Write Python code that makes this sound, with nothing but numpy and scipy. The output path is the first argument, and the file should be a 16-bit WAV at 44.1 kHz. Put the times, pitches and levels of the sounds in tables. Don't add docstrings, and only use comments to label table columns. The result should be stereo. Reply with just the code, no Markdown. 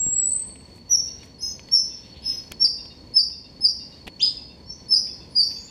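import sys
import numpy as np
from scipy import signal
from scipy.fft import rfft, irfft, next_fast_len
from scipy.io import wavfile
from scipy.ndimage import map_coordinates

SR = 44100
rng = np.random.default_rng(int(sys.argv[2]) if len(sys.argv) > 2 else 0)


def generate_wav(signal):
    frames = np.transpose(np.atleast_2d(signal))
    scaled = np.clip(frames, -1, 1) * 32767
    pcm = np.round(scaled).astype(np.int16)
    wavfile.write(sys.argv[1], SR, pcm)


N = 251370
TIME = np.arange(N) / SR

# f/Hz, t60/s
SCATTER_T60 = [(1000, 0.074), (3000, 0.49), (5000, 0.5), (8000, 0.48), (12000, 0.37)]
# f/Hz, correlation
STEREO_CORRELATION = [(50, 0.82), (150, 0.9), (1000, 0.76), (4000, 0.74), (12000, 0.54)]
# f/Hz, level/dB
RUMBLE_SPECTRUM = [(20, -26.5), (40, -10.5), (65, 2), (100, -5), (250, -6), (380, -13), (500, -13.5),
                   (750, -21.5), (1000, -19), (1300, -37), (2500, -47.5), (6000, -78)]
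# f/Hz, level/dB
HISS_SPECTRUM = [(300, -8.5), (1400, -4), (2000, 1), (3700, -2.5), (5500, -2), (8000, -12.5),
                 (10000, -19.5), (14500, -21.5), (16000, -31.5)]
# t/s, level/dB, t60/s
TICKS = [(0.063, -42, 0.02), (.494, -49, .02), (0.557, -42, 0.027), (.608, -49.5, .018),
         (.782, -46.5, 0.016), (1.013, -46.5, .015), (1.231, -41, .04), (1.594, -37.5, 0.021),
         (1.687, -41, .022), (2.516, -34.5, 0.055), (2.52, -28, 0.0081), (2.673, -39.5, 0.016),
         (2.856, -39.5, 0.0102), (3.302, -42.5, .02), (4.069, -35.5, 0.063), (4.078, -31.5, 0.026),
         (5.07, -47, .1), (5.509, -47, 0.11)]
# f/Hz, level/dB
TICK_SPECTRUM = [(100, 0), (800, -2.5), (1400, -18), (2000, -1), (3300, -2), (6000, -18.5), (10000, -22.5),
                 (15000, -41)]
# f/Hz, level/dB
CRACK_SPECTRUM = [(3000, -2), (9500, -4), (12000, -5.5), (15000, -15)]
# t/s, level/dB
BODY_KNOCKS = [(.066, -16.5), (0.086, -23), (2.513, -24), (3.04, -28.5), (3.599, -24.5), (4.0651, -25.5)]
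# centre/s, level/dB, half length/s
FIZZ_PATCHES = [(.77, -60, .025), (1.078, -61, .015), (1.252, -60.5, .018)]
# t/s, length/s, f/Hz, drop/Hz, drop time/s, closing flick/Hz, soft lead-in/s,
# level/dB, base overtone/dB, scatter/dB
CHIRP_CALLS = [ (0.891, 0.08, 5930, 436, .046, 651, 0.015, -12.5, -40.5, -5.5),
               (1.384, 0.068, 5183, 49.8, 0.023, 102.5, 0.041, -23, -41.5, -2),
               (1.711, 0.067, 5552, 285, .03, 848, 0.011, -10, -37.5, -4.5),
               (2.219, 0.078, 5237, 90, 0.024, -5.5, 0.036, -21.5, -44.5, -3.5),
               (2.352, 0.046, 5170, 29.7, .02, -4, 0.014, -29.5, -47, -12.5),
               (2.594, .080, 5484, 847, .025, 1099.5, 0.013, -11.5, -41.5, -7.5),
               (3.136, 0.077, 5262, 600, 0.026, 1098, 0.024, -7, -37, -8),
               (3.606, 0.072, 5230, 582, .025, 1102, 0.036, -6.5, -38.5, -7.5),
               (4.655, 0.065, 5440, 50, .02, 851.5, .043, -26.5, -59.5, -6.5),
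               (4.882, 0.082, 5314, 518, .031, 1202, 0.026, -12, -37.5, -3.5),
               (5.35, 0.08, 4907, 381, .042, 1200, 0.0051, -13, -41.5, -5.5), ]
# centre of first pip/s, unsounded fundamental/Hz, level/dB
PIP_PAIRS = [(1.09, 930, -57.5), (1.925, 890, -54.5), (2.796, 922, -52), (3.337, 902, -52.5),
             (3.815, 935, -53.5), (4.389, 892, -54.5), (5.099, 865, -55), (5.571, 870, -56)]
# t/s, length/s, f/Hz, climb/(Hz/s), flutter rate/Hz, flutter crest/s, flutter depth/Hz,
# level/dB, base overtone re level/dB, direct path/dB
TRILL_CALLS = [ (1.407, 0.12, 6040, 1990, 31, 1.431, 293, -37, -18.5, 3.5),
               (2.225, 0.12, 5490, 4920, 20, 2, 268, -36, -15, -18),
               (5.289, 0.38, 4836, 6240, 25, 5, 186, -45, -6, -15), ]
# f/Hz, level/dB
LEAF_SPECTRUM = [(1000, -31.5), (2000, -2), (3300, 9), (4200, 3), (6000, -24), (9000, -39.5),
                 (12000, -31.5)]
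# t/s, f/Hz, level/dB
TSIK_CONTOUR = [(4.193, 2392, -51), (4.205, 2957, -28), (4.218, 3787, -20), (4.221, 4646, -24),
                (4.231, 4974, -10), (4.246, 4964, -14.5), (4.253, 5220, -19.5), (4.267, 2986, -30)]


def amp(db):
    return 10 ** (np.asarray(db) / 20)


def unit(x):
    return x / np.sqrt(np.mean(x ** 2) + 1e-20)


def along(points, hz):
    f, values = np.transpose(points)
    return np.interp(np.log(hz + 1), np.log(f + 1), values)


def ramp(x, start, length):
    return np.clip((x - start) / length, 0, 1)


def span(start_s, length_s, fade_s=.003):
    t = np.arange(start_s, start_s + length_s, 1 / SR)
    edge_s = np.minimum(t - t[0], t[-1] - t)
    return t, np.sin(np.pi / 2 * ramp(edge_s, 0, fade_s)) ** 2


def wobble(rate_hz, t):
    knot = (t - t[0]) * rate_hz
    return map_coordinates(rng.standard_normal(int(knot[-1]) + 4), [knot + 1])


def filtered(x, response):
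    size = next_fast_len(N + 8192)
    return irfft(rfft(x, size) * response(np.fft.rfftfreq(size, 1 / SR)), size)[..., :N]


def add(track, start_s, sound):
    i = int(np.clip(round(start_s * SR), 0, N - 1))
    track[..., i:i + sound.shape[-1]] += sound[..., :N - i]


def pan(left_db):
    return amp([[left_db / 2], [-left_db / 2]])


def noise(spectrum):
    def response(hz):
        angle = np.arccos(np.clip(along(STEREO_CORRELATION, hz), -1, 1)) / 2
        return amp(along(spectrum, hz)) * [np.cos(angle), np.sin(angle)]
    mid, side = filtered(rng.standard_normal((2, N)), response)
    return unit(np.array([mid + side, mid - side]))


def grove(call, leaves_db, trunks_db, direct=1, side_db=-9, delay_s=.009, spread_s=.04, echoes=48):
    hz, t, spectra = signal.stft(rng.standard_normal((2, SR * 3 // 4)), SR, nperseg=256)
    swell = 1 - np.exp(-t / delay_s)
    decay = amp(-60 * t / along(SCATTER_T60, hz)[:, None])
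    paths = signal.istft(spectra * swell * decay, SR, nperseg=256)[1]
    paths *= amp(leaves_db) / np.linalg.norm(paths[0])
    lags = ((delay_s + spread_s * rng.random(echoes) ** 2) * SR).astype(int)
    paths[:, lags] += amp(trunks_db) / np.sqrt(echoes) * rng.standard_normal((2, echoes))
    mid, side = signal.fftconvolve(call[None], paths, axes=1)
    mid[:len(call)] += direct * call
    return np.array([mid + amp(side_db) * side, mid - amp(side_db) * side])


def voice(t, hz, db, overtone_db, jitter):
    phase = 2 * np.pi * np.cumsum(hz * (1 + jitter * wobble(900, t))) / SR
    return amp(db) * np.sin(phase) + amp(overtone_db) * np.sin(2 * phase)


def whistle(length_s=.5, pitch_hz=7608, climb_hz=870, hold_s=.08, climb_s=.39, release_s=.19):
    out = np.zeros((2, N))
    t, gate = span(0, length_s)
    hz = pitch_hz + climb_hz * ramp(t, hold_s, climb_s) ** 1.5
    db = -19.5 - 10 * t - 25 * ramp(t, length_s - release_s, release_s) ** 2
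    call = gate * voice(t, hz, db, db - 70, jitter=.0004)
    add(out, t[0], grove(call, leaves_db=-6, trunks_db=-3, side_db=-6))
    return out * pan(-1.5)


def background(rumble_db=-47, hiss_db=-60):
    rumble = amp(rumble_db + .8 * wobble(12, TIME)) * noise(RUMBLE_SPECTRUM) * pan(-2.6)
    hiss = amp(hiss_db + 1.5 * wobble(11, TIME)) * noise(HISS_SPECTRUM)
    return rumble + hiss


def insect(centre_hz=4420, width_hz=80, overtone_hz=8900, level_db=-53, swell_at_s=.12):
    def response(hz):
        main = (1 + ((hz - centre_hz) / width_hz) ** 2) ** -1.3
        overtone = (1 + ((hz - overtone_hz) / (2 * width_hz)) ** 2) ** -1.3
        return main + amp(-32) * overtone
    white = noise([(1000, 0)])
    buzz = unit(filtered(white, response))
    swell_db = -9 * (1 - ramp(TIME, swell_at_s, .048))
    pulsing_db = 3 * np.tanh(1.5 * wobble(40, TIME))
    return buzz * amp(level_db + swell_db + pulsing_db)


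def camera_clicks(knock_hz=210, knock_t60_s=.0092, crack_db=-24, crack_t60_s=.006):
    ticks, cracks, knocks = np.zeros((3, N))
    t = np.arange(SR // 8) / SR
    hardest_db = max(db for _, db, _ in TICKS)
    for start_s, db, t60_s in TICKS:
        add(ticks, start_s, amp(db - 60 * t / t60_s))
        add(cracks, start_s, amp(crack_db + 3.4 * (db - hardest_db) - 60 * t / crack_t60_s))
    for start_s, db in BODY_KNOCKS:
        add(knocks, start_s, -amp(db - 60 * t / knock_t60_s) * np.sin(2 * np.pi * knock_hz * t))
    return ticks * noise(TICK_SPECTRUM) + cracks * noise(CRACK_SPECTRUM) + knocks


def fizz(grain_db=5):
    swell = sum(amp(db) * np.exp(-((TIME - at_s) / half_s) ** 2) for at_s, db, half_s in FIZZ_PATCHES)
    grains = amp(grain_db * wobble(400, TIME))
    treble = noise([(4000, -14), (8000, 1), (13000, -7.5), (16000, -24.5)])
    return swell * unit(grains * treble)


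def chirps(scoop_hz=304, scoop_s=.008, lead_db=19.5, open_s=.009, flick_s=.013):
    out = np.zeros((2, N))
    for (start_s, length_s, pitch_hz, drop_hz, drop_s, flick_hz, lead_s,
         level_db, base_overtone_db, scatter_db) in CHIRP_CALLS:
        t, gate = span(start_s, length_s)
        turn_s = start_s + length_s - flick_s
        scoop = np.exp((start_s - t) / scoop_s)
        lead_in = (1 - np.tanh((t - start_s - lead_s) / open_s)) / 2
        drop = np.sin(np.pi / 2 * ramp(t, turn_s - drop_s, drop_s)) ** 2
        flick = ramp(t, turn_s, flick_s)
        hz = pitch_hz - scoop_hz * scoop - drop_hz * drop + flick_hz * np.sin(np.pi / 2 * flick) ** 2
        db = level_db - 10 * scoop - lead_db * lead_in - 5.5 * flick + 1.4 * wobble(181, t)
        overtone_db = base_overtone_db + .45 * (db + 9.5) + 2 * wobble(150, t)
        overtone_db += 5 * (drop - .5) - 8 * flick
        call = gate * voice(t, hz, db, overtone_db, jitter=.0019 + .0031 * drop)
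        direct = (1 - flick) ** 2
        add(out, t[0], grove(call, scatter_db, scatter_db + 1, direct, side_db=-11, delay_s=.008))
    return out * pan(-.6)


def far_bird(length_s=.042, gap_s=.12, step_hz=14, fourth_db=1):
    out = np.zeros((2, N))
    t = np.arange(0, length_s, 1 / SR)
    envelope = np.sin(np.pi * t / length_s)
    for centre_s, pitch_hz, db in PIP_PAIRS:
        for k in range(2):
            hz = (pitch_hz + k * step_hz) * (1 + .017 * wobble(560, t))
            phase = 2 * np.pi * np.cumsum(hz) / SR
            pip = amp(db) * envelope * (np.sin(3 * phase) + amp(fourth_db) * np.sin(4 * phase))
            add(out, centre_s + k * gap_s - length_s / 2, grove(pip, leaves_db=-6, trunks_db=-8))
    return out


def trills(attack_s=.02, onset_db=10):
    out = np.zeros((2, N))
    for (start_s, length_s, pitch_hz, climb_hz_per_s, rate_hz, crest_s, depth_hz,
         level_db, base_overtone_db, direct_db) in TRILL_CALLS:
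        t, gate = span(start_s, length_s)
        flutter_hz = depth_hz * np.cos(2 * np.pi * rate_hz * (t - crest_s))
        hz = pitch_hz + climb_hz_per_s * (t - start_s) + flutter_hz
        db = level_db - onset_db * (1 - ramp(t, start_s, attack_s))
        overtone_db = db + base_overtone_db - 22 * ramp(hz, 5900, 1100)
        call = gate * voice(t, hz, db + 1.5 * wobble(120, t), overtone_db, jitter=.008)
        add(out, t[0], grove(call, leaves_db=-7.5, trunks_db=-8.5, direct=amp(direct_db)))
    return out


def leaf_stir(peak_s=2.31, peak_db=-51.5, rise_db_per_s=29, fall_db_per_s=96.5):
    db = peak_db - np.maximum(rise_db_per_s * (peak_s - TIME), fall_db_per_s * (TIME - peak_s))
    return amp(db + 2.4 * wobble(45, TIME)) * noise(LEAF_SPECTRUM)


def tsik():
    out = np.zeros((2, N))
    knots_s, knots_hz, knots_db = np.transpose(TSIK_CONTOUR)
    t, gate = span(knots_s[0], knots_s[-1] - knots_s[0])
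    hz = np.interp(t, knots_s, knots_hz)
    db = np.interp(t, knots_s, knots_db)
    rasp = np.interp(hz, [3800, 4800], [1, 0])
    overtone_db = -48 + .19 * (db + 4) + 15 * rasp
    call = gate * voice(t, hz, db, overtone_db, jitter=.004 + .045 * rasp)
    add(out, t[0], grove(call, leaves_db=-5, trunks_db=-3.5))
    return out * pan(-1.3)


def gain_control(x, limit_db=-14, attack_s=.0054, recover_db_per_s=11.5):
    step = 1 / (attack_s * SR)
    smooth = lambda v: signal.lfilter([step], [1, step - 1], v)
    power = smooth(np.mean(x ** 2, axis=0))
    over_db = np.maximum(10 * np.log10(power + 1e-12) - limit_db, 0)
    recovery_db = recover_db_per_s * TIME
    cut_db = np.maximum.accumulate(over_db + recovery_db) - recovery_db
    return x * amp(-smooth(cut_db))


def scene():
    return (whistle() + background() + insect() + camera_clicks() + fizz()
            + chirps() + far_bird() + trills() + leaf_stir() + tsik())


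def record(dry):
    return filtered(gain_control(dry), lambda hz: hz < 15800)


dry = scene()
out = record(dry)
generate_wav(out)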